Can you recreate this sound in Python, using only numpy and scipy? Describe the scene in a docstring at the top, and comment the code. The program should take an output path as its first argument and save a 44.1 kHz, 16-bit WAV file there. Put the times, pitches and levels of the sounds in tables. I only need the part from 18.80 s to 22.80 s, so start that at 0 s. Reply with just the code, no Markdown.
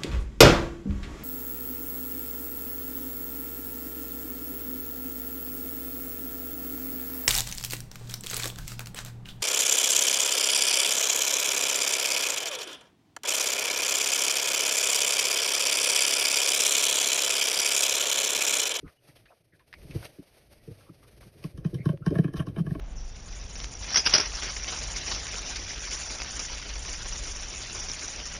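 """Quail peck grain off a cardboard flap set over a hollow. Each peck spreads through the card as a
bending wave, in which high notes travel faster: the tick arrives first, the low thump a moment later.
The birds also patter over dry ground and push through a leafy bush. Leaves rustle, twigs snap,
claws scrape and faint peeps sound over the low rumble of a quiet garden."""
import sys
import numpy as np
from scipy import signal
from scipy.fft import rfft, irfft, next_fast_len
from scipy.io import wavfile
from scipy.ndimage import map_coordinates

SR = 44100
rng = np.random.default_rng(int(sys.argv[2]) if len(sys.argv) > 2 else 0)


def pcm_store(signal):
    """Save signal as 16-bit PCM."""
    levels = np.round(np.clip(np.atleast_2d(signal), -1, 1) * 32767)
    wavfile.write(sys.argv[1], SR, levels.astype(np.int16).T)


N = 176400
SIZE = 16384  # samples in one short sound; HZ and T are its frequencies and times
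HZ, T = np.fft.rfftfreq(SIZE, 1 / SR) + 1e-3, np.arange(SIZE) / SR
LEAD_S = 256 / SR  # spare time ahead of a hit, so its start is not cut off

# The card's low modes (notes it rings at). Each row: pitch in Hz, width in Hz, relative level in dB.
KNOCK_MODES = [(283.3, 79, 7), (432, 69, -1.5)]
# The card's high modes. Each row: pitch in Hz, width in Hz, relative level in dB.
TICK_MODES = [(675, 160, 0), (1130, 260, -1.5), (1670, 270, -7), (2380, 310, -14.5), (3090, 480, -14.5),
              (3800, 600, -25), (5400, 1700, -25.5), (10000, 4000, -34)]


def amp(db):
    """Turn decibels into a number to multiply by."""
    return 10 ** (np.asarray(db) / 20)


def even_energy(x):
    """Give a short sound the energy of 30 ms at strength 1."""
    return x / np.sqrt(np.sum(x ** 2) / (0.03 * SR) + 1e-20)


def along(points, hz):
    """Read between (Hz, value) points, with octaves evenly spaced."""
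    freqs, values = np.transpose(points)
    return np.interp(np.log(hz + 1), np.log(freqs + 1), values)


def add(track, start, x):
    """Mix x into the track at a start time in seconds."""
    i = max(round(start * SR), 0)
    track[i:i + len(x)] += x[:max(N - i, 0)]


def wobble(rate, size=N):
    """A smooth curve through `rate` random values a second."""
    return map_coordinates(rng.standard_normal(int(size * rate / SR) + 4), [np.arange(size) * rate / SR])


def level(rows, flutter_db, rate):
    """Follow (seconds, dB) points, with a random flutter."""
    return amp(np.interp(np.arange(N) / SR, *np.transpose(rows)) + flutter_db * wobble(rate))


def filtered(x, response):
    """Turn each frequency of x up or down by response(hz)."""
    padded = next_fast_len(N + SR // 2)
    return irfft(rfft(x, padded) * response(np.fft.rfftfreq(padded, 1 / SR)), padded)[:N]


def coloured(x, colour):
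    """Shape the tone of x by (Hz, dB) points and bring it to strength 1."""
    x = filtered(x, lambda hz: amp(along(colour, hz)))
    return x / np.sqrt(np.mean(x ** 2) + 1e-20)


def resonance(hz, width):
    """How one mode answers each frequency; a wider mode dies away sooner."""
    return 1j * HZ * width / (hz * hz - HZ ** 2 + 1j * HZ * width)


def ground():
    """Dull shuffling on the soil over an uneven low rumble."""
    # How loud each is over time. Each row: time in seconds, relative level in dB.
    shuffle_levels = [(0.0, -69.5), (0.39, -63.5), (0.54, -75), (0.84, -65.5), (1.08, -50), (1.22, -48.5),
                      (1.46, -71), (1.62, -68.5), (1.86, -59.5), (2.39, -58.5), (2.73, -51), (2.96, -41),
                      (3.3, -43), (3.35, -28), (3.46, -41), (3.67, -40.5), (3.87, -46.5), (3.96, -41)]
    rumble_levels = [(0.0, -77), (0.07, -41.5), (0.13, -89), (0.45, -65), (0.51, -86), (0.89, -74),
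                     (1.01, -53.5), (1.12, -50), (1.16, -38.5), (1.31, -74), (1.92, -56.5), (1.93, -66),
                     (2.48, -52.5), (2.53, -74), (2.68, -44), (2.72, -76), (2.75, -44), (3.26, -56),
                     (3.29, -39), (3.35, -61), (3.41, -52), (3.48, -59), (3.6, -39), (3.64, -54),
                     (3.77, -48), (3.79, -41), (3.88, -43), (3.9, -33.5), (3.95, -46.5), (3.97, -32)]
    # The tone of each. Each row: frequency in Hz, relative level in dB.
    soil_colour = [(40, -8), (120, 14.5), (220, -5), (320, 4.5), (600, -6), (900, -27), (2200, -28.5),
                   (5000, -44.5)]
    rumble_colour = [(15, -14), (45, 1.5), (100, 0), (170, -12.5), (400, -16.5), (1500, -70)]
    shuffle = coloured(rng.standard_normal(N), soil_colour) * level(shuffle_levels, flutter_db=2, rate=16)
    rumble = coloured(rng.standard_normal(N), rumble_colour) * level(rumble_levels, flutter_db=-2, rate=5)
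    return amp(-5.5) * shuffle + amp(0.5) * rumble


def leaves():
    """Leaves slide over feathers with a hiss and many small crackles."""
    # The rustle before and during feeding. Each row: time in seconds, relative level in dB.
    walking = [(0.0, -75), (0.06, -74.5), (0.09, -66), (0.2, -77.5), (0.28, -65), (0.35, -71), (0.36, -63),
               (0.41, -71.5), (0.73, -78.5), (0.74, -73), (0.86, -78.5), (0.88, -68.5), (0.91, -69),
               (0.94, -74), (0.96, -67), (1.25, -53), (1.25, -48), (1.28, -60), (1.33, -66.5), (1.6, -66),
               (1.69, -73), (1.73, -61), (1.79, -71.5), (1.95, -63), (2.14, -71.5), (2.32, -65.5),
               (2.36, -72), (2.38, -63.5), (2.4, -73.5), (2.41, -54.5), (2.43, -67), (2.47, -61.5),
               (2.49, -69.5), (2.62, -65)]
    feeding = [(2.64, -56), (2.74, -72.5), (2.8, -75), (2.87, -69), (2.92, -65), (2.96, -62.5), (3.02, -74),
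               (3.06, -65), (3.11, -60.5), (3.15, -73.5), (3.22, -81), (3.27, -71), (3.33, -66),
               (3.37, -66), (3.43, -65), (3.49, -71), (3.52, -77), (3.58, -55), (3.65, -80), (3.69, -63),
               (3.74, -77.5), (3.79, -60), (3.84, -69), (3.9, -65.5), (3.99, -65)]
    # The tone of hiss and crackle. Each row: frequency in Hz, relative level in dB.
    hiss_colour = [(200, 10), (600, 17.5), (1000, 1), (2400, 7), (3500, 2), (4700, 3), (6300, -1),
                   (9000, 0), (11500, 1), (16000, -6.5)]
    crackle_colour = [(300, -15), (700, 5.5), (1200, 5.5), (2500, -5.5), (3600, -10), (4700, 6.5),
                      (6500, -12), (12000, -20)]
    cracks_per_s, usual_push = 700, amp(-50.5)
    push = level(np.vstack([walking, feeding]), flutter_db=2.3, rate=60)
    cracks = (rng.random(N) < cracks_per_s / SR) * rng.choice([-1, 1], N)
    sizes = amp(4 * np.minimum(rng.exponential(size=N), 4))
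    # With a harder push, the crackle grows faster than the hiss.
    crackle = coloured(cracks * sizes, crackle_colour) * usual_push * (push / usual_push) ** 1.34
    hiss = coloured(rng.standard_normal(N), hiss_colour) * push
    return amp(4) * hiss + amp(-5) * crackle


def peeps():
    """The birds call in short, husky, sliding notes."""
    # Each row: start in seconds, length in seconds, first pitch in Hz, last pitch in Hz, level in dB.
    calls = [(0.039, 0.067, 1276, 1208, -60), (0.064, 0.041, 2300, 1690, -62.5),
             (0.163, 0.038, 2900, 2970, -74.5), (0.288, 0.025, 2110, 1870, -69),
             (0.461, 0.053, 2330, 2650, -67.5), (.498, 0.049, 755, 670, -58.5),
             (0.499, 0.041, 1240, 1326, -65.5), (0.718, 0.043, 1994, 1580, -65.5),
             (0.795, 0.038, 1095, 960, -68.5), (0.946, 0.031, 2340, 2210, -63.5),
             (1.791, 0.048, 1980, 1890, -72), (1.993, 0.049, 1302, 1345, -66.5),
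             (2.059, 0.053, 1080, 1216, -61.5), (2.222, 0.044, 1166, 1260, -64),
             (2.975, 0.074, 2050, 2260, -54), (3.217, 0.034, 1310, 1440, -58),
             (3.589, 0.023, 3050, 2960, -49.5)]
    out = np.zeros(N)
    for start, length, start_hz, end_hz, db in calls:
        progress = np.minimum(T / length, 1)
        pitch = start_hz + (end_hz - start_hz) * progress
        rasp = wobble(rate=550, size=SIZE)
        phase = 2 * np.pi * np.cumsum(pitch) / SR + rasp
        flutter = amp(3.8 * wobble(rate=135, size=SIZE))
        note = (np.sin(phase) + amp(-20) * np.sin(2 * phase)) * flutter
        add(out, start, amp(db) * even_energy(note * np.sin(np.pi * progress)))
    return out


def snaps():
    """A burst of breaking fibres rings a twig's two broad modes."""
    # Each row: start in seconds, level in dB, pitch in Hz, seconds to fade by 60 dB.
    breaks = [(.078, -60.5, 1300, 0.11), (0.36, -64, 3080, 0.15), (0.456, -61.5, 1760, 0.12),
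              (0.794, -66.5, 1830, 0.1), (0.9279, -51.5, 2000, 0.039), (.939, -49.5, 1950, 0.028),
              (1.017, -67.5, 2360, 0.0066), (1.109, -53.5, 2400, 0.073), (1.228, -53.5, 1300, 0.031),
              (1.253, -53, 2530, 0.061), (1.264, -57.5, 2830, 0.02), (2.409, -64.5, 1840, 0.082),
              (2.429, -62, 1200, 0.03), (2.641, -53, 2080, 0.011), (3.174, -64.5, 1330, 0.009)]
    out = np.zeros(N)
    for start, db, hz, fade_s in breaks:
        fibres = rng.standard_normal(SIZE) * amp(-60 * T / fade_s)
        width = hz / 3.5
        twig = resonance(hz, width) - 0.15 * resonance(2.58 * hz, 2 * width)
        add(out, start, amp(db) * even_energy(irfft(rfft(fibres) * twig)))
    return out


def hollow(x):
    """The space under the card adds a short blur of echoes, longest in the bass."""
    # Each row: frequency in Hz, seconds to fade by 60 dB.
    ring_times = [(130, 0.13), (400, 0.06), (1500, 0.028), (8000, 0.11)]
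    hz, t, noise = signal.stft(rng.standard_normal(SIZE), SR, nperseg=256)
    fade_s = along(ring_times, hz)[:, None]
    tail = signal.istft(noise * amp(-60 * t / fade_s) / np.sqrt(fade_s), SR, nperseg=256)[1]
    return signal.fftconvolve(x, tail / np.linalg.norm(tail))[:N]


def card(modes, tuning=1, scatter_db=3.5):
    """The card's modes die fast, and each spot touched rings a different mix of them."""
    return sum((-1) ** k * amp(db + scatter_db * rng.standard_normal()) * resonance(hz * tuning, w) ** 2
               for k, (hz, w, db) in enumerate(modes))


def bright(tilt_db):
    """Each contact has its own brightness: tilt the tone by so many dB per octave."""
    return amp(tilt_db * np.log2(np.clip(HZ, 500, 5000)))


def bending_wave(spectrum):
    """A ripple crosses the card; four times the frequency takes half the time."""
    travel_s = 0.004  # at 1000 Hz
    cycles = 2 * travel_s * np.sqrt(1000 * HZ) + HZ * (LEAD_S - travel_s / 2)
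    return even_energy(irfft(spectrum * np.exp(-2j * np.pi * cycles)))


def thud(thump_db, knock_db, thump_hz, force=1, tuning=1):
    """The lowest mode thumps and the next ones give a dull knock."""
    soft_force = force / (1 + (HZ / (605 * tuning)) ** 6)  # a soft hit has little treble
    thump = bending_wave(soft_force * resonance(thump_hz, width=74) ** 2)
    knock = bending_wave(soft_force * card(KNOCK_MODES, tuning))
    return amp(thump_db) * thump + amp(knock_db) * knock


def scratches():
    """Short scratchy contacts ring the card's high modes: claw scrapes, and a last peck starting."""
    # Each row: start in seconds, length in seconds, level in dB, brightness in dB per octave.
    touches = [(2.85, 0.022, -63.5, 15), (3.274, 0.014, -51.5, 2.5), (3.554, 0.035, -47.5, 4.5),
               (3.594, 0.017, -43, 0.5), (3.608, 0.027, -52.5, 0), (3.77, 0.037, -46, -1.5),
               (3.992, 0.036, -33, 1)]
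    out = np.zeros(N)
    for start, length, db, tilt_db in touches:
        force = rng.standard_normal(SIZE) ** 3 * np.sin(np.pi * np.minimum(T / length, 1))
        spot = card(TICK_MODES) * bright(tilt_db)
        add(out, start, amp(db) * even_energy(irfft(rfft(force) * spot)))
    return out


def steps(roll_s=0.016):
    """Soft feet roll onto the ground and stir only the low modes."""
    # Each row: start in seconds, thump and knock levels in dB, thump and knock pitches in Hz.
    footfalls = [(0.026, -49, -45.5, 135, 288), (0.278, -57, -63, 110, 301), (.595, -71, -79, 137, 291),
                 (0.724, -63, -68, 117, 302), (1.04, -47, -60.5, 115, 288), (1.088, -47.5, -52.5, 113, 287),
                 (1.147, -30.5, -41.5, 108, 309), (1.382, -49.5, -44.5, 122, 289),
                 (1.873, -44, -45.5, 111, 292), (1.901, -44.5, -54.5, 120, 306),
                 (2.088, -50.5, -51.5, 139, 284), (2.457, -51.5, -63, 121, 293),
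                 (2.927, -34, -40.5, 137, 304), (2.992, -38, -72, 126, 290),
                 (3.128, -37.5, -43.5, 150, 356), (3.204, -38.5, -67, 106, 285),
                 (3.318, -40, -33, 161, 377), (3.77, -31, -70, 177, 283), (3.793, -26.5, -42.5, 148, 281),
                 (3.844, -37.5, -79, 134, 282), (3.908, -32.5, -56, 154, 295)]
    out = np.zeros(N)
    for start, thump_db, knock_db, thump_hz, knock_hz in footfalls:
        roll = rng.standard_normal(SIZE) * np.sin(np.pi * np.minimum(T / roll_s, 1))
        force = 1 + amp(-2.5) * rfft(roll / np.linalg.norm(roll))
        tuning = knock_hz / KNOCK_MODES[0][0]
        add(out, start - LEAD_S, thud(thump_db, knock_db, thump_hz, force, tuning))
    return out


def grit(db, fade_s, rise_s=0.001):
    """The frequencies in a dying spray of tiny hits."""
    spray = rng.standard_normal(SIZE) ** 3 * amp(-60 * T / fade_s) * (1 - np.exp(-T / rise_s))
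    return amp(db) * rfft(spray / np.linalg.norm(spray))


def pecks(brush_s=0.0071):
    """A beak brushes the grain, hits the card and crushes grit; loose grain chatters after it."""
    # Each row: time in seconds, relative levels of tick, knock and thump in dB,
    # thump pitch in Hz, brightness in dB per octave.
    hits = [(2.640, -43, -37.5, -32.5, 153, -1), (2.776, -49.5, -66, -37, 138, 5),
            (2.847, -40.5, -37.5, -24, 157.4, 0.5), (2.944, -45.5, -47, -30, 131, 9),
            (3.056, -34.5, -28, -20.5, 139, -0.5), (3.089, -33, -35.5, -23, 149, -2),
            (3.263, -30.5, -31, -21, 163, 0.5), (3.306, -42.5, -25.5, -31.5, 143, 2),
            (3.354, -32.5, -38, -26.5, 152, -2), (3.385, -31.5, -24, -17.5, 159, -1.5),
            (3.442, -36.5, -27.5, -25, 152, -2), (3.479, -44.5, -35.5, -37, 133, 0),
            (3.537, -40.5, -34.5, -32, 157, 1.5), (3.592, -42, -32.5, -25.5, 141, -0.5),
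            (3.668, -40.5, -35, -34.5, 147, 1.5), (3.684, -50, -59, -33.5, 126, 4.5),
            (3.762, -39.5, -34, -36.5, 183, 0), (3.865, -39.5, -38.5, -31.5, 147, -3),
            (3.907, -44, -42.5, -32.5, 146, 2), (3.949, -38.5, -34, -50, 158, -1.5)]
    out = np.zeros(N)
    for time, tick_db, knock_db, thump_db, thump_hz, tilt_db in hits:
        spot = card(TICK_MODES, tuning=1 + 0.025 * rng.standard_normal()) * bright(tilt_db)
        crush = grit(db=1, fade_s=0.017)
        chatter = grit(db=-5, fade_s=0.15)
        tick = amp(tick_db - 10) * bending_wave((1 + crush + chatter) * spot)
        add(out, time - LEAD_S, tick + thud(thump_db - 3, knock_db - 4.5, thump_hz))
        brush = irfft(rfft(rng.standard_normal(SIZE)) * spot * bright(2.3))
        swell = np.exp((T - T[-1]) / brush_s)  # peaks as the beak lands
        add(out, time - T[-1], amp(tick_db - 25) * even_energy(brush * swell))
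    return out


def scene():
    """Mix everything into one channel; only pecks, steps and scratches ring the hollow."""
    contacts = pecks() + steps() + scratches()
    return (contacts + amp(-3) * hollow(contacts) + snaps() + peeps() + leaves() + ground())[None]


def record(dry):
    """The treble has one narrow dip and ends steeply."""
    dip_db, dip_hz, dip_width_hz, top_hz = -22.5, 7373, 632, 12726
    dip = lambda hz: amp(dip_db * np.exp(-((hz - dip_hz) / dip_width_hz) ** 2))
    low_pass = lambda hz: 1 / np.sqrt(1 + (hz / top_hz) ** 80)
    return filtered(dry[0], lambda hz: dip(hz) * low_pass(hz))[None]


dry = scene()
out = record(dry)
pcm_store(out)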